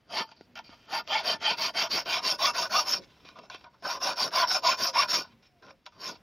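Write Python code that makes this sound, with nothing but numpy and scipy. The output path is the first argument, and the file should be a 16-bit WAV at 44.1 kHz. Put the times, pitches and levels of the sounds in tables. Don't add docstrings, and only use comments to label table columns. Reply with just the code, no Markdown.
import sys
import numpy as np
from scipy import signal
from scipy.fft import rfft, irfft, next_fast_len
from scipy.io import wavfile
from scipy.ndimage import uniform_filter1d, map_coordinates

SR = 44100
rng = np.random.default_rng(int(sys.argv[2]) if len(sys.argv) > 2 else 0)


def gain_from_decibels(decibels):
    exponent = np.asarray(decibels, float) / 20
    return 10 ** exponent


def transcribe(u):
    v = np.clip(np.atleast_2d(u).T, -1, 1)
    q = np.round(v * 32767).astype(np.int16)
    wavfile.write(sys.argv[1], SR, q)


N = 274561


def unit(x):
    return x / np.sqrt(np.mean(x ** 2) + 1e-20)


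def along(points, hz):
    f, v = np.transpose(points)
    return np.interp(np.log(hz + 1), np.log(f + 1), v)


def curve(rows):
    s, value = np.transpose(sorted(rows))
    return np.interp(np.arange(N) / SR, s, value)


def wobble(rate):
    knots = rng.standard_normal(int(N * rate / SR) + 4)
    return map_coordinates(knots, [np.arange(N) * rate / SR])


def filtered(x, response):
    m = next_fast_len(N + SR // 2)
    hz = np.fft.rfftfreq(m, 1 / SR)
    return irfft(rfft(x, m) * response(hz), m)[..., :N]


def noise(spectrum):
    return unit(filtered(rng.standard_normal(N), lambda hz: gain_from_decibels(along(spectrum, hz))))


def modes(peaks, hz):
    total = 0
    for k, (centre, width, db) in enumerate(peaks):
        damping = 1j * hz * width
        total = total + (-1) ** k * gain_from_decibels(db) * damping / (centre ** 2 - hz ** 2 + damping)
    return total


def yard():
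    # f/Hz, level/dB per Hz
    floor_colour = [(15, -34.5), (25, -1.5), (129, -5.5), (247, -8.5), (412, -13.5), (705, -16.5),
                    (1150, -22.5), (2500, -22.5), (2710, -24.5), (5770, -35.5), (7970, -43), (15600, -41)]
    # t/s, level/dB
    floor_level = [(0, -67.5), (.3, -63), (1, -62), (3, -60), (3.8, -65.5), (5.2, -60), (5.8, -68),
                   (6.22, -61.5)]
    # middle t/s, half length/s, f/Hz, level/dB
    engines = [
        (0.562, 0.11, 237, -61.5),
        (4.874, 0.059, 549.4, -44),
        (5.143, 0.079, 549, -49),
        (5.33, 0.076, 234.4, -62),
        (5.551, 0.069, 710, -69),
        (5.71, 0.051, 555, -59),
    ]
    t = np.arange(N) / SR
    swell_db = 1.5 * wobble(9)
    out = gain_from_decibels(curve(floor_level) + swell_db) * noise(floor_colour)
    for middle, half, hz, db in engines:
        u = np.clip((t - middle) / half, -1, 1)
        phase = 2 * np.pi * np.cumsum(hz * (1 - 0.059 * u)) / SR
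        out += gain_from_decibels(db) * np.sqrt(1 - u ** 2) * np.sin(phase)
    return filtered(out, lambda hz: 1 / (1 + (55 / (hz + 1)) ** 3))


def strokes():
    # start t/s, length/s, file body level/dB at full speed, pincers and plank dB above it, edge dB above it
    forward = [
        (1.062, 0.18, -27.5, -3, -6.5),
        (1.393, 0.18, -26, -6.5, -5),
        (1.73, 0.16, -28, -1, 0),
        (2.044, 0.18, -27, -0.5, -1.5),
        (2.374, .16, -27.5, 1, 2.5),
        (2.686, 0.17, -30.5, 5, 6),
        (3.988, .17, -34, 6.5, 5.5),
        (4.304, 0.17, -29.5, 6.5, 3.5),
        (4.612, .16, -28.5, 5, 2.5),
        (4.922, 0.15, -27, 2.5, 2),
    ]
    backward = [(1.22, 0.16, -31, 0.5, 1.8), (1.558, 0.17, -31, -1, 3), (1.884, .16, -33, 0, 5),
                (2.208, 0.17, -32.5, 3, 5.9), (2.524, 0.17, -34.5, 5.5, 7.6),
                (2.837, 0.17, -36.5, 3.5, 10.4), (3.82, 0.18, -41, 9, 7.1), (4.148, .16, -37, 5.5, 10),
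                (4.458, 0.16, -35.5, 5.5, 9.7), (4.762, 0.17, -36.5, 5.5, 11),
                (5.066, .182, -34.5, 4.5, 9.8)]
    lone = [
        (0.05, 0.22, -33, 0, -0.5),
        (0.85, 0.19, -33, 1.5, 1),
        (5.945, .22, -42.5, 4.5, 6.5),
    ]
    for table, lean, ease in ((forward, 0.97, 1), (backward, 0.87, 1), (lone, 1.29, 1.65)):
        for s, length, db, low_db, edge_db in table:
            start, count = round(s * SR), round(length * SR)
            u = np.arange(count) / count
            speed = np.abs(np.sin(np.pi * u ** lean)) ** ease
            yield slice(start, start + count), speed, np.array([[db + low_db], [db], [db + edge_db]])


def plank():
    # f/Hz, level/dB per Hz
    thump_colour = [(53, -51), (90, -20), (189, -4.5), (490, -4), (520, -5), (680, -8), (1140, -120)]
    # middle t/s, level/dB, half length/s
    jolts = [
        (0.212, -45, 0.016),
        (1.512, -46.5, .03),
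        (1.955, -47, 0.048),
        (2.988, -52, 0.069),
        (3.41, -60, 0.14),
        (4.27, -42.5, 0.044),
        (4.844, -53.5, 0.06),
        (5.183, -43.5, 0.057),
        (5.673, -55, 0.063),
    ]
    t, force = np.arange(N) / SR, np.zeros(N)
    for where, speed, levels_db in strokes():
        top_db = -51 + 0.12 * (levels_db[1] + 31.5)
        force[where] += gain_from_decibels(top_db) * speed ** 0.59
    for s, db, half in jolts:
        force += gain_from_decibels(db) * np.clip(1 - np.abs(t - s) / half, 0, 1)
    return force * gain_from_decibels(3.0 * wobble(30)) * noise(thump_colour)


def effort():
    # start t/s, hold/s, file body level/dB, pincers and plank dB above it, edge dB above it
    slides = [(0.245, 0.06, -67, 2, 3), (0.309, 0.019, -58.5, 1, -3.5), (0.36, 0.082, -77.5, 2, 9),
              (0.558, 0.022, -43, -1.5, -12), (0.638, 0.043, -62, -5, 2.5), (0.695, .05, -57, 0.5, -1.5),
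              (0.77, 0.2, -63.5, -2, -6), (3.012, 0.03, -59.5, -1.5, 0), (3.07, 0.39, -66, -1.5, -6.5),
              (3.246, .055, -53.5, -2, -8), (3.353, 0.037, -58.5, 10, -8.5), (3.426, 0.033, -68, 13.5, 0.5),
              (3.504, 0.049, -47, -0.5, -9.5), (3.564, 0.064, -66, -3, 0.5),
              (3.634, 0.039, -68.5, 15.5, -2), (3.724, 0.023, -76, 16, 1), (5.224, 0.026, -58, 9, 2),
              (5.256, 0.07, -68, 0.5, -5), (5.422, 0.051, -66, -12.5, -3), (5.62, 0.087, -63, 10.5, -2.5),
              (5.855, 0.0085, -49.5, 0, -2.5), (5.916, .1, -71, 10, 3), (6.133, 0.022, -59.5, 2, 2)]
    speed_power = np.c_[[1.71, 2.07, 1.77]]
    pincers_limit_db, rest_db = -2, -82.5
    turn_db, turn_s = -29, 0.017
    land_s, lift_db_per_s = 0.0045, 555
    t, power = np.arange(N) / SR, np.full((3, N), gain_from_decibels(2 * rest_db))
    for where, speed, levels_db in strokes():
        gain = speed ** speed_power
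        gain[0] = gain[0] / np.hypot(gain[0], gain_from_decibels(pincers_limit_db))
        power[:, where] += (gain_from_decibels(levels_db) * gain) ** 2
    lingering = np.abs(uniform_filter1d(power, size=round(8 * turn_s * SR), axis=1))
    power += gain_from_decibels(2 * turn_db) * lingering
    for s, hold, db, low_db, edge_db in slides:
        where = slice(round(s * SR), round((s + hold) * SR) + SR // 10)
        age = t[where] - s
        landing = np.clip(age / land_s, 0, 1)
        gain = landing * gain_from_decibels(-lift_db_per_s * np.maximum(age - hold, 0))
        power[:, where] += (gain_from_decibels([[db + low_db], [db], [db + edge_db]]) * gain) ** 2
    return 10 * np.log10(power)


def swarf(edge_db):
    # f/Hz, width/Hz, level/dB
    fizz_peaks = [(9360, 230, 0.5), (9190, 220, -6), (10695, 1000, -0.5), (10530, 380, -13),
                  (11940, 290, 4), (12980, 340, -2.5), (13700, 430, -2.5), (14000, 200, -14.5),
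                  (14360, 270, -13.5), (15450, 270, -18.5)]
    fizz = filtered(rng.standard_normal(N), lambda hz: (np.abs(modes(fizz_peaks, hz)) + .3) * (hz > 8500))
    return gain_from_decibels(1.001 * edge_db - 26) * unit(fizz)


def ring(force, lo_hz, hi_hz, drift_db):
    # f/Hz, width/Hz, level/dB in the first hold, level/dB in the second
    steel = [(555, 10.4, -20, -3.5), (605.5, 46, -2, -7), (667, 87, 1.5, -6), (757, 66, -5.5, -7),
             (890, 28.7, 3.5, -13.5), (959.5, 23.5, -0.5, 0.5), (1050, 69, -4, -1), (1220, 48, -3, -6.5),
             (1415, 73, 3, -5.5), (1451, 69, -10, -0.5), (1486, 62, -15.5, 2), (1772, 27, -7, -22.5),
             (2225, 80, -9, -15), (2426, 52, -8, -8.5), (2682, 61, -7.5, -12), (2752, 67, -9, -12),
             (3137, 88, -2.5, -16.5), (3454, 84, -11, -11.5), (3914, 175, -23.5, -10.5),
             (4528, 192, -9.5, -15), (4606, 340, -2, -13), (5000, 290, -14.5, -19), (5347, 134, -13, -9),
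             (5658, 190, -16.5, -18), (6590, 270, -16, -19)]
    # t/s, share of the second hold 0-1
    hold_change = [
        (1.5, 0.09),
        (2.3, 0.78),
    ]
    share = np.clip(curve(hold_change), 0, 1)
    part = [mode for mode in steel if lo_hz <= mode[0] < hi_hz]
    gains, power = [], 0
    for _, width, first_db, second_db in part:
        gain = gain_from_decibels(first_db + share * (second_db - first_db) + drift_db * wobble(20))
        gains.append(gain)
        power = power + gain ** 2 * np.pi * width / SR
    total, out = np.sqrt(power), 0
    for k, (hz, width, _, _) in enumerate(part):
        resonance = signal.iirpeak(hz, hz / width, SR)
        out = out + (-1) ** k * signal.lfilter(*resonance, force * gains[k] / total)
    return out


def taps():
    # t/s, peak level/dB, low knock dB above it, steel ring dB above it
    touches = [(0.29, -44, -27, -7), (0.316, -46.5, -5, 1), (0.41, -39.5, -3, -14.5),
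               (0.555, -28.5, -36, -5.5), (0.561, -56, -29, -4), (0.569, -44, -39, -17),
               (0.576, -25.5, -39, -14), (0.59, -26, -36, -8.5), (0.653, -49, -8, -17),
               (0.693, -42.5, -2.5, -22), (1.076, -24, -27, -27), (1.407, -35, -24, -10),
               (2.059, -23.5, -15, -20), (3.038, -38.5, -27.5, -15), (3.251, -43.5, -8, -5),
               (3.289, -31.5, -14, -12.5), (3.388, -33.5, -12.5, -6), (3.499, -36, -38, 2),
               (3.547, -25, -17, -19.5), (3.611, -44, -11, -6), (3.642, -43.5, -6.5, 0),
               (3.824, -43, -12.5, 2), (4.308, -32, -30, -18), (4.899, -28, -31.5, -15.5),
               (5.43, -48, -19.5, -9), (5.628, -50, -4, -14), (5.666, -39, -28, -16),
               (5.685, -40.5, -27.5, -20), (5.706, -35.5, -21, -8.5), (5.864, -24, -40, -9)]
    force, t = np.zeros((3, N + SR)), np.arange(SR // 20) / SR
    decay_db = 60 * t / [[.006], [.025], [.015]]
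    for s, db, low_db, ring_db in touches:
        levels_db = np.array([[db - 1], [db + ring_db], [db + low_db + 24.5]])
        start = round(s * SR)
        burst = gain_from_decibels(levels_db - decay_db) * rng.standard_normal((3, len(t)))
        force[:, start:start + len(t)] += burst
    click = filtered(force[0, :N], lambda hz: modes([(2465, 1800, 0.0087), (6250, 2000, -12.5)], hz))
    knock = filtered(force[2, :N], lambda hz: modes([(280, 120, 0.0074)], hz))
    return click + ring(force[1, :N], 0, 9000, drift_db=3.0) + knock


def song(low_db):
    # middle t/s, half length/s, top tooth rate f/Hz, level/dB over the low rasp,
    # sag of the rate 0-1
    firm_strokes = [(0.18, 0.075, 943, -5, .35), (0.955, 0.062, 922, -5.5, .35),
                    (1.161, 0.074, 890, -3, .25), (1.508, 0.059, 980, -2, .25),
                    (1.817, 0.057, 1025, -27, .25), (2.126, 0.078, 1050, -15, .2),
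                    (2.473, 0.079, 1220, -1.5, .25), (2.771, 0.061, 1230, -4.5, .25),
                    (3.885, .035, 754, -4.5, .25), (4.073, .06, 1016, -22, .1),
                    (4.412, 0.1, 1041, -3.5, .08), (4.694, 0.1, 1040, -5, .05), (4.99, 0.04, 1123, 1, .2),
                    (6.063, 0.066, 988, -21, .2)]
    t, out = np.arange(N) / SR, np.zeros(N)
    uneven = 1 + .03 * wobble(90)
    for middle, half, top_hz, db, sag in firm_strokes:
        u = np.clip((t - middle) / half, -1, 1)
        tooth_hz = top_hz * uneven * (1 - sag * (u - .25) ** 2)
        out += gain_from_decibels(db) * (1 - u ** 2) * np.sin(2 * np.pi * np.cumsum(tooth_hz) / SR)
    hoarse = 0.76 + 0.83 * wobble(110)
    return gain_from_decibels(low_db + 2.5) * hoarse * out


def grains(rate, scatter_db, clump_db):
    hit = rng.random(N) < rate / SR
    load = np.minimum(rng.exponential(size=N), 2)
    size = gain_from_decibels(scatter_db * load + clump_db * wobble(70))
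    return unit(hit * size * rng.choice([-1, 1], size=N))


def rasp(low_db, body_db, edge_db):
    teeth = grains(2500, scatter_db=0.5, clump_db=2.5)
    grit = grains(6000, scatter_db=6.5, clump_db=2.0)
    low = ring(gain_from_decibels(low_db - 1.5) * teeth, 0, 1700, drift_db=3.0)
    body = ring(gain_from_decibels(body_db - 3.5) * unit(teeth + 0.75 * grit), 1700, 4200, drift_db=3.5)
    edge = ring(gain_from_decibels(edge_db + 1.5) * unit(0.12 * teeth + grit), 4200, 9000, drift_db=3.0)
    scratch_db = .5 * body_db + .5 * edge_db - 3.5
    scratch_db = scratch_db + np.clip(0.26 * (-46.5 - scratch_db), 0, 5)
    catches = gain_from_decibels(scratch_db) * grains(1500, scatter_db=0, clump_db=3.5)
    scratch = filtered(catches, lambda hz: modes([(3850, 10400, 0.0023)], hz))
    return low + body + edge + scratch


def scene():
    # f/Hz, level/dB
    microphone = [(300, -5), (500, 3), (5600, 1.5), (6200, -3.5), (7000, -16), (7500, -23.5), (8000, -63.5)]
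    low_db, body_db, edge_db = effort()
    contacts = taps()
    near = rasp(low_db, body_db, edge_db) + song(low_db) + contacts
    click_top = filtered(contacts, lambda hz: gain_from_decibels(-15) * (hz > 8500) * (hz < 15500))
    heard = filtered(near, lambda hz: gain_from_decibels(along(microphone, hz)))
    mono = heard + plank() + click_top + swarf(edge_db) + yard()
    return np.array([mono, mono])


def smooth_noise(shape, bands, frames):
    patches = uniform_filter1d(rng.standard_normal(shape), size=bands, axis=0)
    return unit(uniform_filter1d(patches, size=frames, axis=1))


def thin_treble(hz, t, z):
    hz = hz[:, None]
    loudest = uniform_filter1d(np.abs(z).max(axis=0), size=5)
    busy = np.clip(loudest / gain_from_decibels(-56.0), 0, 1)
    flicker_db = 6.5 * smooth_noise(z.shape, 4, 12)
    z = z * gain_from_decibels(np.clip((hz - 5800) / 2500, 0, 1) * busy * flicker_db)
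    band = np.sqrt(np.abs(uniform_filter1d(np.abs(z) ** 2, size=4, axis=0)))
    under_db = np.interp(t, [1.5, 1.65], [-41, -46])
    return z * ((band > loudest * gain_from_decibels(under_db)) | (hz < 5800))


def side_spread(hz, t, z):
    # f/Hz, level/dB
    difference = [(60, -5), (110, -7), (200, -11), (380, -11), (700, -21), (1290, -22), (2380, -16),
                  (4400, -19), (8120, -7), (15000, -3.5)]
    pairs = 4 * rng.standard_normal(len(t) // 2 + 1)
    frame = unit(gain_from_decibels(pairs.repeat(2)[:len(t)]))
    kept = smooth_noise(z.shape, 70, 4) + .6 * smooth_noise(z.shape, 3, 1) > -.45
    level = gain_from_decibels(along(difference, hz)[:, None] + 1.7)
    size = uniform_filter1d(np.abs(z), size=3, axis=1) * level * frame * kept
    size = np.minimum(size, 8 * np.roll(size, 1, axis=1))
    return size * np.exp(2j * np.pi * rng.random(z.shape))


def roll_off(x):
    return signal.sosfilt(signal.butter(12, 15770, fs=SR, output="sos"), x)


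def record(dry):
    hz, t, z = signal.stft(dry[0], SR, nperseg=1024)
    z = thin_treble(hz, t, z)
    spread = side_spread(hz, t, z)
    mid, side = signal.istft(np.array([z, spread]), SR, nperseg=1024)[1][:, :N]
    return roll_off(np.array([mid + side, mid - side]))


dry = scene()
out = record(dry)
transcribe(out)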